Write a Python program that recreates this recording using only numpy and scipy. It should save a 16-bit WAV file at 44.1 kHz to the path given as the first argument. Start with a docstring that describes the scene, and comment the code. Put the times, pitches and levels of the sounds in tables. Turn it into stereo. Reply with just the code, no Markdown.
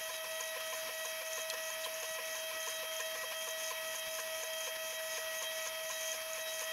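"""Desktop 3D printer at work

A desktop 3D printer fills a layer in short back-and-forth strokes, heard in mono from nearby.
The stepper motors whine at multiples of their step rate; each turn slows them and jolts the frame.
A loose part on the carriage buzzes with the steps and clacks, as filtered noise and cosines.
Sharp ticks ring out; behind all this, shaped noise and steady tones make fans and driver whistles."""
import sys
import numpy as np
from scipy import signal
from scipy.fft import rfft, irfft
from scipy.io import wavfile
from scipy.ndimage import uniform_filter1d

SR = 44100
rng = np.random.default_rng(int(sys.argv[2]) if len(sys.argv) > 2 else 0)


def generate_wav(sig):
    """Save sig (samples, or channels by samples) to the path in sys.argv[1] as 16-bit PCM at SR."""
    pcm = np.round(np.clip(np.atleast_2d(sig).T, -1, 1) * 32767).astype(np.int16)
    wavfile.write(sys.argv[1], SR, pcm)


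N = 296352  # length in samples
T = np.arange(N) / SR  # time in s
STEP_HZ = 640.8  # motor steps per second at cruising speed


def amp(db):
    """Turn decibels into an amplitude factor."""
    return 10 ** (np.asarray(db) / 20)


def evened(x):
    """Scale a signal to rms 1."""
    return x / np.sqrt(np.mean(x ** 2) + 1e-20)


def drift(hz):
    """Smooth random wander of rms 1; changes faster than about hz fade away."""
    spectrum = rfft(rng.standard_normal(N))
    rolloff = 1 + (np.fft.rfftfreq(N, 1 / SR) / hz) ** 4
    return evened(irfft(spectrum / rolloff, N))


def resonate(x, hz, width):
    """Two-pole resonance of gain 1 at its centre; a narrow width [Hz] rings longer."""
    r = np.exp(-np.pi * width / SR)
    feedback = [1, -2 * r * np.cos(2 * np.pi * hz / SR), r * r]
    return signal.lfilter([(1 - r * r) / 2, 0, (r * r - 1) / 2], feedback, x)


def body(x, modes):
    """A solid body answers a push with several resonances at once."""
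    return sum(amp(db) * resonate(x, hz, width) for hz, width, db in modes)


def multiples(phase, orders):
    """Cosines locked to the step cycle, each wandering in level and slightly in phase."""
    return sum(amp(db + 2.8 * drift(30)) * np.cos(k * phase + 0.01 * k * drift(40))
               for k, db in orders)


# colour of the air noise, only its shape counts: (frequency [Hz], relative level [dB per Hz])
FANS = [(15, -50), (30, -24.5), (95, -26.5), (300, -23.5), (430, -25), (650, -15.5), (820, -20.5),
        (1400, -16), (2100, -18), (3100, -11.5), (4200, -18.5), (5500, -11.5), (6700, -14.5), (7400, -29),
        (9500, -21), (11500, -21.5), (14500, -27.5), (15800, -24.5)]
# air ducts boost or notch the noise: (frequency [Hz], width [Hz], change [dB])
DUCT = [(960, 320, 7), (1757, 166, 8.5), (2285, 360, 9.5), (3146, 110, 5), (490, 130, 3.5), (560, 28, -5),
        (826, 50, -27), (1416, 73, -2.5), (3700, 200, -2)]
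FANS_DB = -47  # rms


def fans():
    """Air noise with drifting patches and a level flicker, coloured by the ducts."""
    frames, hz = N // 256 + 5, np.fft.rfftfreq(1024, 1 / SR)
    real, imaginary, patches = rng.standard_normal((frames, 513, 3)).T
    patches = evened(uniform_filter1d(uniform_filter1d(patches, 10, 0), 8, 1))
    colour_hz, colour_db = np.transpose(FANS)
    db = np.interp(np.log(hz + 1), np.log(colour_hz + 1), colour_db)
    db = db + sum(change_db / (1 + (2 * (hz - centre) / width) ** 2) for centre, width, change_db in DUCT)
    flicker = evened(uniform_filter1d(rng.standard_normal(frames), 3))
    spectrum = (real + 1j * imaginary) * amp(db[:, None] + 1.45 * patches + 1.54 * flicker)
    air = signal.istft(spectrum, nperseg=1024, noverlap=768)[1][:N]
    return amp(FANS_DB) * evened(air)


# steady fan hums and driver whistles: (frequency [Hz])
TONES_HZ = [480, 807.5, 914.5, 961, 1007, 1305.5, 1519.4, 1602, 1822, 2610.9, 3006, 3936.5, 9350, 10622,
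            11077, 11169, 11716.8, 11810, 12264.5, 12813, 13000, 15074, 15622.5]
# the same tones in the same order: (mean level [dB], rms pitch waver [Hz])
TONES = [(-74, 8), (-73, 1), (-64, 6), (-74, 3), (-63, 4), (-67, 1), (-69, 3), (-71, 5), (-67, 9),
         (-57, .8), (-68, 4), (-70, 3), (-72, 12), (-79, 3), (-76, 3), (-55, 1.8), (-54, 1.2), (-76, 3),
         (-62, 1.5), (-75, 2), (-80, 3), (-81, 1.5), (-77, 1.5)]


def tones():
    """Fan hums and driver whistles, each wavering a little in pitch and level."""
    out = 0
    for hz, (db, waver_hz) in zip(TONES_HZ, TONES):
        level = np.sqrt(2) * amp(db + 1.17 * drift(35))
        phase = 2 * np.pi * np.cumsum(hz + waver_hz * drift(20.6)) / SR
        out = out + level * np.cos(phase)
    return out


# sharp ticks: (time [s], ring level before its fade [dB], ring pitch [Hz], time to fade by 60 dB [s],
# snap peak [dB])
TICKS = [(1.5003, -36, 4050, .025, -25), (1.501, -29, 4090, 0.018, -32), (1.5035, -35, 2590, .03, -38),
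         (1.5078, -30.5, 3260, 0.025, -38), (1.8445, -32, 3950, 0.025, -36), (1.8385, -37, 3700, .03, -44),
         (1.849, -32, 3200, 0.032, -40), (1.853, -36, 3170, .02, -39)]


def ticks():
    """A bright snap and a short rough ring: a sine mixed with noise around its pitch."""
    out, t = np.zeros(N), T[:3000]
    for (s, db, hz, t60, snap_db), noise in zip(TICKS, rng.standard_normal((len(TICKS), len(t)))):
        rough = np.sin(2 * np.pi * hz * t) + 0.67 * resonate(noise, hz, 1600)
        ring = amp(db - 60 * t / t60) * rough * np.minimum(t / 0.0011, 1)
        burst = noise * np.exp(-t / 0.00098)
        snap = resonate(resonate(burst, 4100, 7000), 4900, 8000)
        out[round(s * SR):][:len(t)] += ring + amp(snap_db) * snap / abs(snap).max()
    return out


# turns of the carriage, the first one starting an outward stroke: (time [s], low jolt peak [dB],
# low jolt pitch [Hz], middle peak [dB], upper peak [dB]); peaks are before the bass is cut
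TURNS = [(0.094, -48, 515, -41, -38), (0.244, -51, 527, -39, -38.5), (0.402, -45.5, 474, -39, -38),
         (0.561, -39, 520, -43, -39), (0.725, -45.5, 493, -39, -34), (0.887, -44, 519, -43.5, -35.5),
         (1.048, -44, 490, -39, -40), (1.211, -44.5, 522, -48, -36.5), (1.375, -42, 477, -39, -35.5),
         (1.534, -41.5, 518, -41, -38), (1.699, -53, 470, -46, -39), (1.86, -44.5, 496, -38, -41),
         (2.026, -42.5, 490, -41, -36), (2.184, -40, 523, -41.5, -35), (2.35, -55, 474, -42.5, -39),
         (2.512, -52, 470, -42, -37.5), (2.672, -43, 450, -37, -36.5), (2.829, -42, 515, -44, -40),
         (2.996, -44.5, 472, -40, -34), (3.154, -44, 480, -41, -37), (3.235, -39.5, 523, -39.5, -43),
         (3.319, -55, 540, -43, -36), (3.472, -45, 477, -39.5, -36.5), (3.709, -43.5, 466, -35.5, -38),
         (3.946, -51, 477, -42, -37), (4.188, -48, 494, -38.5, -36), (4.43, -44, 480, -43, -37),
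         (4.672, -39, 518, -40.5, -34.5), (4.922, -48, 518, -57, -41), (5.172, -41, 466, -44, -35),
         (5.42, -46.5, 533, -41, -38.5), (5.662, -49, 500, -46, -38), (5.9, -63, 490, -39.5, -38),
         (6.135, -46.5, 507, -46, -38), (6.374, -48, 492, -42, -37), (6.614, -45.5, 494, -41, -37)]
# low ringing modes of the frame: (frequency [Hz], width [Hz], relative level [dB])
LOWER = [(480, 25, 1.5), (524.5, 37, -0.5), (715, 23, 10)]
# middle ringing modes of the frame: (frequency [Hz], width [Hz], relative level [dB])
MIDDLE = [(908, 12, -1.5), (1002, 28, 3.5), (1042, 33, 4.5), (1128, 47, -7)]
# upper ringing modes of the frame: (frequency [Hz], width [Hz], relative level [dB])
UPPER = [(1350, 57, -3), (1650, 43, 5.5), (1837, 13.7, 12), (2390, 220, 1.5), (2900, 36, -2)]
MIDDLE_HZ, MIDDLE_SPREAD_HZ = 1034, 35  # mean pitch of the middle push and its chance from turn to turn


def jolts():
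    """Each turn sways and shakes the frame for a few milliseconds and its modes ring out."""
    out, t = np.zeros(N + 4000), T[:4000]
    chance = rng.standard_normal((len(TURNS), len(t) + 1))
    for (s, low_db, hz, middle_db, upper_db), (spread, *noise) in zip(TURNS, chance):
        shake = noise * np.exp(-((t - .009) / 0.013) ** 2)
        middle_hz = MIDDLE_HZ + MIDDLE_SPREAD_HZ * spread
        low_push = np.sin(2 * np.pi * hz * t) * np.exp(-((t - .009) / 0.0058) ** 2)
        middle_push = np.sin(2 * np.pi * middle_hz * t) * np.exp(-((t - .006) / 0.0036) ** 2)
        low = body(low_push + 1.76 * shake, LOWER)
        middle = body(middle_push + 3.7 * shake, MIDDLE)
        upper = body(shake, UPPER) + 0.12 * resonate(shake, 1900, 3400)
        bands = (low_db, low), (middle_db, middle), (upper_db, upper)
        # each jolt begins 4 ms before the listed time
        out[round((s - .004) * SR):][:len(t)] += sum(amp(db) * x / abs(x).max() for db, x in bands)
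    bass_cut = signal.butter(4, 410, "high", fs=SR, output="sos")  # the low end below about 410 Hz is cut away
    return signal.sosfilt(bass_cut, out[:N])


# the loose part clacks: (time [s], peak level [dB])
CLACKS = [(0.4065, -32.5), (0.4379, -34.5), (0.7337, -35), (0.9477, -38.5), (1.0545, -33), (1.3309, -32.5),
          (1.3558, -35), (1.5374, -36), (1.6362, -38), (1.702, -31.5), (1.8452, -41), (1.9405, -33.5),
          (2.0293, -32), (2.6005, -38), (2.6289, -34), (2.6768, -34.5), (2.6833, -30.5), (2.9642, -34.5),
          (3.0031, -29), (3.487, -34.5), (3.5069, -36.5), (3.8801, -40), (3.9594, -38), (4.4338, -33.5),
          (5.3901, -36), (5.4236, -30.5), (5.673, -31.5), (5.9085, -33), (6.0257, -37.5), (6.116, -31.5),
          (6.3315, -31)]
CLACK_HZ, CLACK_SPREAD_HZ = 6640, 98  # mean of the first resonance and its chance from clack to clack


def clacks():
    """Noise bursts of a few milliseconds through two resonances of the loose part."""
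    out, t = np.zeros(N + 1500), T[:1500]
    for (s, db), noise in zip(CLACKS, rng.standard_normal((len(CLACKS), len(t)))):
        hz = CLACK_HZ + CLACK_SPREAD_HZ * noise[0]
        burst = noise * (t / .0015) * np.exp(-t / 0.0013)
        ring = resonate(resonate(burst, hz, 390), 6090, 510)
        out[round(s * SR):][:len(t)] += amp(db) * ring / abs(ring).max()
    return out[:N]


# the buzz swells on the way into a turn: (start [s], end [s], buzz level [dB], bright edge level [dB],
# share locked to the steps [0-1])
SWELLS = [(0, 0.165, -51.5, -58, .4), (0.277, 0.493, -51.5, -56, .25), (0.626, 0.808, -50, -57, 0.36),
          (.93, 1.12, -50.5, -56, .25), (1.25, 1.43, -48, -56, 0.13), (1.598, 1.747, -48.5, -56, .15),
          (1.798, 1.863, -53, -58, 0.8), (1.914, 2.15, -51.5, -56.5, 0.2), (2.25, 2.412, -50, -58, 0.17),
          (2.577, 2.77, -48.5, -55, 0.13), (2.908, 3.072, -51.5, -58, 0.3), (3.114, 3.25, -53.5, -61, 0.6),
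          (3.356, 3.517, -48.5, -56, 0.14), (3.576, 3.71, -45, -52.5, 0.42),
          (3.844, 4.002, -49.5, -57, 0.16), (4.077, 4.225, -47, -54, 0.35), (4.31, 4.48, -49.5, -56, 0.13),
          (4.522, 4.698, -47, -54.5, .3), (4.822, 4.965, -48, -57, .2), (5.013, 5.21, -47, -55.5, .5),
          (5.315, 5.46, -50, -55, 0.1), (5.52, 5.686, -47.5, -56, 0.44), (5.807, 5.95, -48.5, -59, .2),
          (5.956, 6.165, -44, -52.5, 0.23), (6.28, 6.42, -49.5, -55, .15), (6.47, 6.646, -46, -53.5, 0.2)]
REST_DB, REST_EDGE_DB, REST_LOCKED = -60.5, -64, .12  # the same three settings between swells
SWELL_START = .7  # share of the swell reached after the attack
ATTACK_S, HOLD_S, RELEASE_S = 0.0094, 0.038, 0.017


def swells():
    """The buzz sets in, grows, holds and dies: level, edge level, locked share."""
    rest = np.array([REST_DB, REST_EDGE_DB, REST_LOCKED])[:, None]
    out = rest * np.ones(N)
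    for start, end, *top in SWELLS:
        times = [start, start + ATTACK_S, end - HOLD_S, end, end + RELEASE_S]
        shape = np.interp(T, times, [0, SWELL_START, 1, 1, 0])
        out += (np.array(top)[:, None] - rest) * shape
    return out


# clean part of the buzz: (multiple of the step rate, relative level [dB])
BUZZ_ORDERS = [(7, -3.5), (8, 3), (9, -3.5), (10, 3.5), (11, -0.5), (13, -22)]
# resonances of the buzz noise, passed twice: (frequency [Hz], width [Hz], relative level per pass [dB])
BUZZ_BODY = [(5200, 270, -5), (6130, 400, 1), (6400, 115, 2.5), (6520, 73, -7), (6720, 160, -2.5)]
# clean part of the bright edge: (multiple of the step rate, level relative to the edge level [dB])
EDGE_ORDERS = [(14, -6), (15, -19), (16, -8), (17, -22), (20, -12)]
# resonances of the edge noise, passed twice: (frequency [Hz], width [Hz], relative level per pass [dB])
EDGE_BODY = [(9165, 100, 8.5), (9720, 500, 0), (10020, 190, 5.5), (12500, 3600, 2.5)]
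# these never stop: (multiple of the step rate, amplitude before its wander [dB])
STEADY_ORDERS = [(9, -61), (8, -78)]


def buzz(phase, brake):
    """A loose part rattles once a step: part clean multiples, part pulsing noise in its resonances."""
    db, edge_db, locked = swells()
    locked = np.clip(locked - 3.1 * brake, 0, 1)  # braking loosens the lock
    rattle = (1 + 0.35 * np.cos(phase)) * amp(3.85 * drift(220)) * rng.standard_normal(N)
    low = np.sqrt(locked) * evened(multiples(phase, BUZZ_ORDERS))
    low += np.sqrt(1 - locked) * evened(body(body(rattle, BUZZ_BODY), BUZZ_BODY))
    edge = np.sqrt(locked) * multiples(phase, EDGE_ORDERS)
    edge += evened(body(body(rattle, EDGE_BODY), EDGE_BODY))
    return amp(db) * low + amp(edge_db) * edge + multiples(phase, STEADY_ORDERS)


def travel():
    """Strokes run so far: whole numbers fall on the turns."""
    s = [row[0] for row in TURNS]
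    s = [2 * s[0] - s[1]] + s + [2 * s[-1] - s[-2]]  # one more turn beyond each end
    return np.interp(T, s, np.arange(len(s)))


# the motors fall into step differently after each turn, stroke by stroke: (change of multiple 3 [dB],
# change of multiple 5 [dB], steps lost in the turn that ends the stroke)
STROKES = [(0.5, 1.5, 1.96), (-1.5, -3, 2.2), (2, 0.5, 1.92), (3, -3, 2.32), (-2.5, 2, 2.07),
           (-1.5, -3, 2.39), (1, -1, 1.77), (0, 0, 2.54), (1, -2.5, 2.41), (-1, -1, 2.14), (2.5, -3, 2.23),
           (0, -1, 1.93), (-2.5, -5, 2.14), (1, -0.5, 2.41), (2.5, -1.5, 2.12), (0.5, 0.5, 2.15),
           (0, 1, 1.89), (0, 1, 2.27), (-2, 4, 2.03), (-0.5, 1.5, 1.92), (2.5, -9, 1.77), (3, 1, 2.48),
           (-1, 5, 1.7), (1.5, 1, 1.79), (0.5, 1.5, 2.57), (-1, 0.5, 1.99), (0.5, 0, 2.4), (1, 2.5, 2.35),
           (-1, 1.5, 2.05), (2.5, -0.5, 2.48), (2.5, 1, 2.57), (2, 1, 1.64), (0.5, 1, 1.6),
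           (1.5, 0.5, 2.09), (-3.5, -2, 2.12), (0, -2.5, 2.2), (2, 3.5, 2.1)]
BRAKE_S, BRAKE_LAG_S = 0.0071, 0.00323  # each ramp, and how long after the listed turn time it is slowest


def braking():
    """Share of the speed lost: 0 when cruising, straight ramps down into each turn and out."""
    dips = []
    for (s, *_), (*_, lost) in zip(TURNS, STROKES):
        ramps = np.clip(1 - abs(T - s - BRAKE_LAG_S) / BRAKE_S, 0, 1)
        dips.append(lost / (BRAKE_S * STEP_HZ) * ramps)
    return np.max(dips, axis=0)


def steps(brake):
    """Phase of the step cycle: the rate sags through every turn."""
    return 2 * np.pi * np.cumsum(STEP_HZ * (1 - brake)) / SR


# multiples 2 to 6 of the step rate, before the frame's resonance: (outward stroke start [dB], its end [dB],
# return stroke start [dB], its end [dB], rms wander [dB])
WHINE = [(-65, -60.5, -60.5, -60, 2.1), (-54.5, -54, -54, -52.5, 0.65), (-59.5, -60, -59, -60, 1.8),
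         (-51.5, -54.5, -55.5, -55, 1.2), (-59, -62, -65.5, -63.5, 2.8)]
HUM_DB, WANDER_HZ = -48.5, 9.6  # level of the step rate itself, the same on all strokes; speed of the wander
REBOUND_S, REBOUND_DB = 0.026, -9  # delay of the second dip, and its depth per full loss of speed


def whine(phase, brake):
    """Step-rate multiples vary with place and direction; the frame builds each up again after a turn."""
    stroke = travel()
    along, back = stroke % 1, 1 - np.floor(stroke) % 2  # back is 1 on return strokes
    levels = [HUM_DB]
    for out_start, out_end, back_start, back_end, wander_db in WHINE:
        outward = out_start + (out_end - out_start) * along
        homeward = back_start + (back_end - back_start) * along
        levels.append((1 - back) * outward + back * homeward + wander_db * drift(WANDER_HZ))
    third_db, fifth_db, _ = np.array(STROKES)[stroke.astype(int)].T
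    levels[2], levels[4] = levels[2] + third_db, levels[4] + fifth_db
    # the carriage rebounds after a turn and the whine dips once more
    rebound = REBOUND_DB * np.interp(T - REBOUND_S, T, brake)
    out = 0
    for k, db in enumerate(levels, 1):
        db = db + (1.0 + 0.11 * k) * drift(12.5)
        db = db - 11.0 * brake + rebound  # the whine fades as the steps slow
        wobble = 0.037 * k ** 1.6 * drift(34)
        tone = np.sqrt(2) * amp(db) * np.cos(k * phase + wobble + k * k)
        out = out + 0.13 * tone + 1.18 * resonate(tone, STEP_HZ * k, 22 + 12 * k)
    return out


def scene():
    """All sources share one pattern of turns and add up to mono, sent to both channels."""
    brake = braking()
    phase = steps(brake)
    mono = fans() + tones() + ticks() + jolts() + clacks() + buzz(phase, brake) + whine(phase, brake)
    return np.array([mono, mono])


EDGE_HZ = 15760  # highest pitch let through


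def record(dry):
    """The band limit: a steep low-pass filter removes the highest treble."""
    lowpass = signal.firwin(1023, EDGE_HZ, window=("kaiser", 9), fs=SR)
    return signal.oaconvolve(dry, lowpass[None], "same")


dry = scene()
out = record(dry)
generate_wav(out)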